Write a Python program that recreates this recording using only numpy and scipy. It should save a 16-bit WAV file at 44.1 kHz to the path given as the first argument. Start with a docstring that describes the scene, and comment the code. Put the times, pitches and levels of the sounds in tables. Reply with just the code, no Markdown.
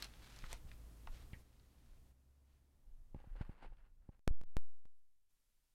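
"""Handling and switching off a microphone

Headphones clack as a man settles them round his neck; clothes rustle, plastic ticks. Fingers bump and
rub a shotgun microphone's barrel and its stand rumbles. A far engine, room noise and preamp hiss fall
as the input gain is stepped down. The switch cuts off the room and throws voltage steps into the
preamp: two sharp, dry clicks and a few small ones. Only the hiss remains."""
import sys
import numpy as np
from scipy import signal
from scipy.fft import rfft, irfft
from scipy.io import wavfile

SR = 44100
rng = np.random.default_rng(int(sys.argv[2]) if len(sys.argv) > 2 else 0)


def to_wav(sig):
    """Store sig (one row per channel, or 1-D mono) as 16-bit WAV at the path in sys.argv[1].

    Samples outside -1..1 are clipped; the rate is SR.
    """
    pcm = np.clip(np.atleast_2d(sig), -1, 1) * 32767
    pcm = np.round(pcm).astype(np.int16)
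    wavfile.write(sys.argv[1], SR, pcm.T)  # frames by channels


N = 253134
TIME_S = np.arange(N) / SR
MIC_OFF_S = 4.194

# Table levels are relative; each source adds its own gain.
# input gain settings (time [s], gain [dB])
GAIN_STEPS = [(0, -.5), (1.41, -7.5), (2.11, -13.5), (3.525, -18.5), (5.285, -12.5)]
# preamp noise (frequency [Hz], density [dB])
HISS_SPECTRUM = [(14, 38.5), (30, 32.5), (60, 21), (150, 9), (500, 2), (2000, 0), (10000, 1), (16000, 1)]
# room rumble (frequency [Hz], density [dB])
ROOM_SPECTRUM = [(20, -1), (40, 0), (70, -2.5), (110, -8), (170, -12.5), (250, -13), (400, -20), (700, -24),
                 (1500, -31.5), (3000, -38), (6000, -46.5)]
# far engine (time [s], firing rate [Hz], level [dB])
ENGINE_CURVE = [(0, 50.02, -61.5), (.6, 51.9, -59.5), (.8, 55.5, -55.5), (1.07, 52.2, -59),
                (1.3, 61.97, -61), (1.9, 61.7, -64), (2.2, 65, -59), (2.7, 71, -60), (3.2, 69.9, -69)]
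# movements that rustle the clothes (start [s], length [s], level [dB])
CLOTH_MOVES = [(0, 0.052, -60), (.08, 0.12, -71), (.24, 0.22, -65.5), (.46, 0.063, -65.5), (.52, .012, -57),
               (.69, 0.04, -73), (.76, .3, -85), (1.13, .1, -70), (1.3, 0.67, -84), (2.48, 0.097, -87.5)]
# sliding fabric (frequency [Hz], density [dB])
CLOTH_SPECTRUM = [(300, -6), (600, -5), (1300, -1.5), (2500, -3), (4000, -4), (7000, -12), (14000, -20.5)]
# headphone joints (time [s], level [dB])
JOINT_CLACKS = [(0.024, -29.5), (0.0437, -37)]
# headband resonances (frequency [Hz], level [dB], t60 [s])
HEADBAND_MODES = [(1655, -13.5, 0.037), (2470, -7.5, 0.05), (2690, -5.5, .035), (3360, -4, .02),
                  (4000, 4, 0.024), (4260, -1, .04), (4930, -7.5, 0.025), (5200, -4, 0.02),
                  (7740, -8.5, .02)]
# ear cup, cable and fingernail knocks (time [s], peak [dB], centre [Hz], half-width [ratio])
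SMALL_KNOCKS = [(0.1375, -50, 2690, 0.44), (.3632, -47, 5870, 0.4), (0.3889, -43.5, 4430, 0.65),
                (0.423, -52, 2500, 0.73), (.44, -41.5, 1360, 0.41), (0.5289, -44, 680, 0.53),
                (0.5295, -32.5, 4950, 1.1), (0.7155, -46.5, 2000, 0.57), (1.0728, -41.5, 997, 0.53),
                (1.072, -46, 3200, 0.2), (1.5972, -61, 4010, .2), (3.146, -62.5, 1830, .3),
                (3.202, -65, 2000, 0.93), (3.7698, -70.5, 1770, 0.64)]
# one longer clink (frequency [Hz], peak [dB], t60 [s])
CLINK_MODES = [(1980, -51.5, .075), (2980, -56, 0.032)]
# air wafted by the arms, then hands on the stand (start [s], length [s], level [dB])
STAND_PUSHES = [(.43, 0.046, -43), (.52, 0.143, -47.5), (1.09, 0.036, -47), (1.17, .17, -60),
                (1.91, 0.078, -61), (2.88, 0.15, -52.5), (3.15, 0.086, -50), (3.32, 0.13, -46.5),
                (3.66, 0.046, -45), (3.76, 0.32, -58.5)]
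# swaying mount (frequency [Hz], density [dB])
SWAY_SPECTRUM = [(12, -1), (20, 3), (35, -6), (55, -17.5), (110, -29.5), (300, -50)]
# soft bumps that reach the capsule (time [s], peak [dB], contact time [s])
CAPSULE_BUMPS = [(.437, -42.5, 0.0022), (0.528, -47.5, 0.0025), (.648, -42, 0.0033), (1.109, -43, 0.0081),
                 (1.3315, -38, 0.0018), (3.1458, -37, 0.001), (3.161, -42.5, 0.0015),
                 (3.272, -44.5, 0.0024), (3.4095, -29.5, 0.0019), (3.4932, -36.5, 0.0014),
                 (4.09, -40, 0.0013)]
# fingertip taps that only ring the barrel (time [s], level [dB])
BARREL_TAPS = [(3.201, -59), (3.241, -55), (3.354, -55.5), (3.626, -54), (3.645, -49.5), (3.722, -61)]
# barrel resonances (frequency [Hz], level [dB], t60 [s])
BARREL_MODES = [(340, -7.5, 0.021), (529, -3, 0.027), (810, -1.5, 0.025), (1074, -10.5, .025),
                (1560, -14.5, .02)]
# fingers sliding on the barrel (start [s], length [s], level [dB])
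FINGER_STROKES = [(3.16, 0.21, -75), (3.365, .04, -65.5), (3.405, 0.014, -58), (3.45, 0.19, -69.5),
                  (3.63, .028, -60.5), (3.7, 0.037, -77.5), (3.785, 0.088, -76.5), (4.02, 0.082, -88.5),
                  (4.13, 0.018, -77)]
# skin on metal (frequency [Hz], density [dB])
RUB_SPECTRUM = [(150, 3.5), (350, -2), (530, -1), (660, -3.5), (860, 0.5), (1100, -3), (1500, -2),
                (2000, -6.5), (2400, -11), (2750, -9), (3400, -18), (4600, -20), (6000, -33), (9000, -31),
                (13000, -44)]
# voltage steps from the switch contacts (time [s], signed height [full scale], rise time [s])
SWITCH_STEPS = [(4.1937, -.0007, .00002), (4.2741, 0.013, .0022), (4.2766, 0.022, .00002),
                (4.2776, -0.082, .00004), (4.3074, 0.092, 0.0067), (4.4141, -0.0064, .00002),
                (4.4364, 0.0033, .00002), (4.5685, -0.045, 0.000019), (4.8552, -.0018, 0.000021)]
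# bias sag after the preamp leaves the rail (midpoint [s], half time [s], half depth [full scale])
BIAS_SAG = (4.455, 0.025, 0.019)


def from_db(db):
    """Decibels to gain."""
    return 10 ** (np.asarray(db) / 20)


def unit_rms(x):
    """Scale to rms 1."""
    return x / np.sqrt(np.mean(x ** 2) + 1e-20)


def since(start_s):
    """Seconds elapsed, zero before the start."""
    return np.maximum(TIME_S - start_s, 0)


def butter(x, order, edges_hz, kind="low"):
    """Butterworth filter."""
    return signal.sosfilt(signal.butter(order, edges_hz, kind, fs=SR, output="sos"), x)


def drift(rate_hz):
    """Smooth random wander, rms 1."""
    pole = np.exp(-2 * np.pi * rate_hz / SR)
    wander = signal.lfilter([1], [1, -2 * pole, pole * pole], rng.standard_normal(N + SR))
    return unit_rms(wander[SR:])


def coloured(x, spectrum):
    """Filter by a spectrum that falls away past its ends; rms 1."""
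    hz, db = np.transpose(spectrum)
    bins_hz = np.maximum(np.arange(N + 1) * SR / (2 * N), 1)
    skirts = np.minimum(bins_hz / hz[0], 1) ** 2 * np.minimum(hz[-1] / bins_hz, 1) ** 2
    shape = from_db(np.interp(np.log(bins_hz), np.log(hz), db))
    return unit_rms(irfft(rfft(x, 2 * N) * skirts * shape)[:N])


def swells(moves, attack_s, release_s):
    """Envelope: each movement builds, holds and fades; overlaps add in power."""
    power = np.zeros(N)
    for start_s, length_s, db in moves:
        fade = np.maximum(start_s - TIME_S, 0) / attack_s + since(start_s + length_s) / release_s
        power += (from_db(db) * np.exp(-np.minimum(fade, 20))) ** 2
    return np.sqrt(power)


def friction(slips_per_s, spread_db, hiss_rms):
    """Tiny slips of uneven size over a smooth hiss."""
    sizes = from_db(spread_db * np.minimum(rng.exponential(1, N), 4)) * rng.choice([-1, 1], N)
    slips = sizes * (rng.random(N) < slips_per_s / SR)
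    return unit_rms(slips) + hiss_rms * rng.standard_normal(N)


def burst(start_s, t60_s):
    """Decaying crack of noise."""
    decay = np.exp(-np.minimum(np.log(1000) * since(start_s) / t60_s, 60))
    return (TIME_S >= start_s) * decay * rng.standard_normal(N)


def ring(force, modes):
    """Decaying sines driven by a force."""
    out = np.zeros(N)
    for hz, db, t60_s in modes:
        radius, step_rad = from_db(-60 / (t60_s * SR)), 2 * np.pi * hz / SR
        feedback = [1, -2 * radius * np.cos(step_rad), radius * radius]
        out += from_db(db) * signal.lfilter([0, np.sin(step_rad)], feedback, force + 1e-18)
    return out


def knock(start_s, peak_db, hz, half_width, t60_s):
    """A crack through one resonance."""
    edges_hz = np.clip([hz / (1 + half_width), hz * (1 + half_width)], 10, .45 * SR)
    tick = butter(burst(start_s, t60_s), 2, edges_hz, "band")
    return from_db(peak_db) * tick / np.abs(tick).max()


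def input_gain(turn_s):
    """Gain on background and hiss: one quick turn to each setting."""
    db = np.full(N, float(GAIN_STEPS[0][1]))
    for start_s, new_db in GAIN_STEPS[1:]:
        db += (new_db - db) * np.minimum(since(start_s) / turn_s, 1)
    return from_db(db)


def preamp_hiss(level_db, dip_db, dip_end_s):
    """Preamp noise; dips from the switch opening to the second click."""
    in_dip = (TIME_S > MIC_OFF_S) & (TIME_S < dip_end_s)
    return from_db(level_db + dip_db * in_dip) * coloured(rng.standard_normal(N), HISS_SPECTRUM)


def far_engine(second_harmonic_db, waver_db, rate_wander):
    """Two harmonics of a firing rate that slowly climbs."""
    times_s, rates_hz, levels_db = np.transpose(ENGINE_CURVE)
    firing_hz = np.interp(TIME_S, times_s, rates_hz) * (1 + rate_wander * drift(5.7))
    level_db = np.interp(TIME_S, times_s, levels_db) + waver_db * drift(1.8)
    phase = 2 * np.pi * np.cumsum(firing_hz) / SR
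    tone = np.sin(phase) + from_db(second_harmonic_db) * np.sin(2 * phase)
    return np.sqrt(2) * from_db(level_db) * tone


def room_tone(rumble_db, hum_db, hum_hz):
    """Room rumble and faint mains hum."""
    hum = np.sqrt(2) * from_db(hum_db) * np.sin(2 * np.pi * hum_hz * TIME_S)
    return hum + from_db(rumble_db) * coloured(rng.standard_normal(N), ROOM_SPECTRUM)


def clothes(flutter_db):
    """Fabric slides in small uneven surges."""
    sliding = swells(CLOTH_MOVES, attack_s=.027, release_s=.026) * from_db(flutter_db * drift(45))
    slips = friction(slips_per_s=3000, spread_db=2.7, hiss_rms=.6)
    return sliding * coloured(slips, CLOTH_SPECTRUM)


def headphones(crack_db, crack_t60_s, ring_db):
    """Each joint clack is a bright crack plus a brief headband ring."""
    cracks, blows = np.zeros(N), np.zeros(N)
    for start_s, db in JOINT_CLACKS:
        cracks += from_db(db) * burst(start_s, crack_t60_s)
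        blows[int(start_s * SR)] = from_db(db)
    cracks = butter(cracks, 1, [2300, 5200], "band")
    return from_db(crack_db) * cracks + from_db(ring_db) * ring(blows, HEADBAND_MODES)


def room_reverb(x, t60_s, wet_db, lowpass_hz):
    """Direct sound plus the short dull tail of a room hung with clothes."""
    age_s = TIME_S[:SR // 2]
    tail = rng.standard_normal(len(age_s)) * np.exp(-np.log(1000) * age_s / t60_s) * (age_s > .003)
    tail = butter(tail, 1, lowpass_hz)
    return x + from_db(wet_db) * signal.fftconvolve(x, tail / np.linalg.norm(tail))[:N]


def ticks(gain_db, t60_cycles, clink_at_s):
    """Light knocks, the higher the shorter, and one ringing clink."""
    knocks = sum(knock(s, db, hz, width, t60_cycles / hz) for s, db, hz, width in SMALL_KNOCKS)
    clink = sum(knock(clink_at_s, db, hz, half_width=.12, t60_s=t60_s) for hz, db, t60_s in CLINK_MODES)
    return from_db(gain_db) * (knocks + clink)


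def stand(gain_db, rest_db):
    """The mount sways with a very low rumble, settling after each push."""
    sway = swells(STAND_PUSHES, attack_s=.023, release_s=.05) + from_db(rest_db)
    return from_db(gain_db) * sway * coloured(rng.standard_normal(N), SWAY_SPECTRUM)


def bumps(firm_contact_s, firm_ring_db, skin_lowpass_hz):
    """Bumps push the capsule; bumps and taps ring the barrel. Skin softens both."""
    pushes, blows = np.zeros(N), np.zeros(N)
    for start_s, db, contact_s in CAPSULE_BUMPS:
        age = since(start_s) / contact_s
        pushes -= from_db(db) * age ** 2 * np.exp(2 - np.minimum(2 * age, 60))  # fast rise, slower fall
        ring_db = firm_ring_db - 10 * np.log2(contact_s / firm_contact_s)  # longer contact rings less
        blows[int(start_s * SR)] = from_db(db + ring_db)
    for start_s, db in BARREL_TAPS:
        blows[int(start_s * SR)] = from_db(db)
    thuds = butter(pushes, 1, 22, "high") - ring(blows, BARREL_MODES)
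    return signal.sosfilt(signal.cheby1(5, .5, skin_lowpass_hz, fs=SR, output="sos"), thuds)


def finger_rub(gain_db, flutter_db):
    """Skin drags over the barrel, heard through the metal."""
    sliding = swells(FINGER_STROKES, attack_s=.011, release_s=.018)
    flutter = from_db(flutter_db * drift(64))
    slips = friction(slips_per_s=3000, spread_db=4, hiss_rms=.76)
    return from_db(gain_db) * sliding * flutter * coloured(slips, RUB_SPECTRUM)


def switch(coupling_tau_s, rail):
    """Steps leak away through the coupling capacitor; the largest swing sticks at the preamp's rail."""
    steps = sum(height * np.minimum(since(s) / rise_s, 1) for s, height, rise_s in SWITCH_STEPS)
    midpoint_s, half_time_s, half_depth = BIAS_SAG
    sag = half_depth * (1 + np.tanh((TIME_S - midpoint_s) / half_time_s))
    leak = np.exp(-1 / (coupling_tau_s * SR))
    return np.minimum(signal.lfilter([1, -1], [1, -leak], steps - sag), rail)


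def scene():
    """The capsule is heard until the switch opens; the preamp hisses throughout."""
    gain = input_gain(turn_s=.022)
    plastic = headphones(crack_db=1.5, crack_t60_s=.011, ring_db=-14)
    plastic += ticks(gain_db=-1, t60_cycles=21, clink_at_s=1.331)
    airborne = room_reverb(plastic, t60_s=.14, wet_db=-14.5, lowpass_hz=4945) + clothes(flutter_db=1.5)
    handling = finger_rub(gain_db=-2, flutter_db=2)
    handling += bumps(firm_contact_s=.00095, firm_ring_db=-12, skin_lowpass_hz=980)
    handling += stand(gain_db=-2, rest_db=-78.5)
    background = far_engine(second_harmonic_db=-15.5, waver_db=1.5, rate_wander=.012)
    background += room_tone(rumble_db=-62.5, hum_db=-73.5, hum_hz=119.7)
    capsule = airborne + handling + gain * background
    hiss = gain * preamp_hiss(level_db=-66.5, dip_db=-6, dip_end_s=4.57)
    mic_on = np.clip(1 - since(MIC_OFF_S) / .00307, 0, 1)
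    return (mic_on * capsule + hiss + switch(coupling_tau_s=.12, rail=.0415))[None]


def record(dry):
    """The top octave rounds off, then is cut steeply."""
    rounded = butter(dry, 3, 14500)
    return signal.sosfilt(signal.ellip(10, .1, 80, 16200, fs=SR, output="sos"), rounded)


dry = scene()
out = record(dry)
to_wav(out)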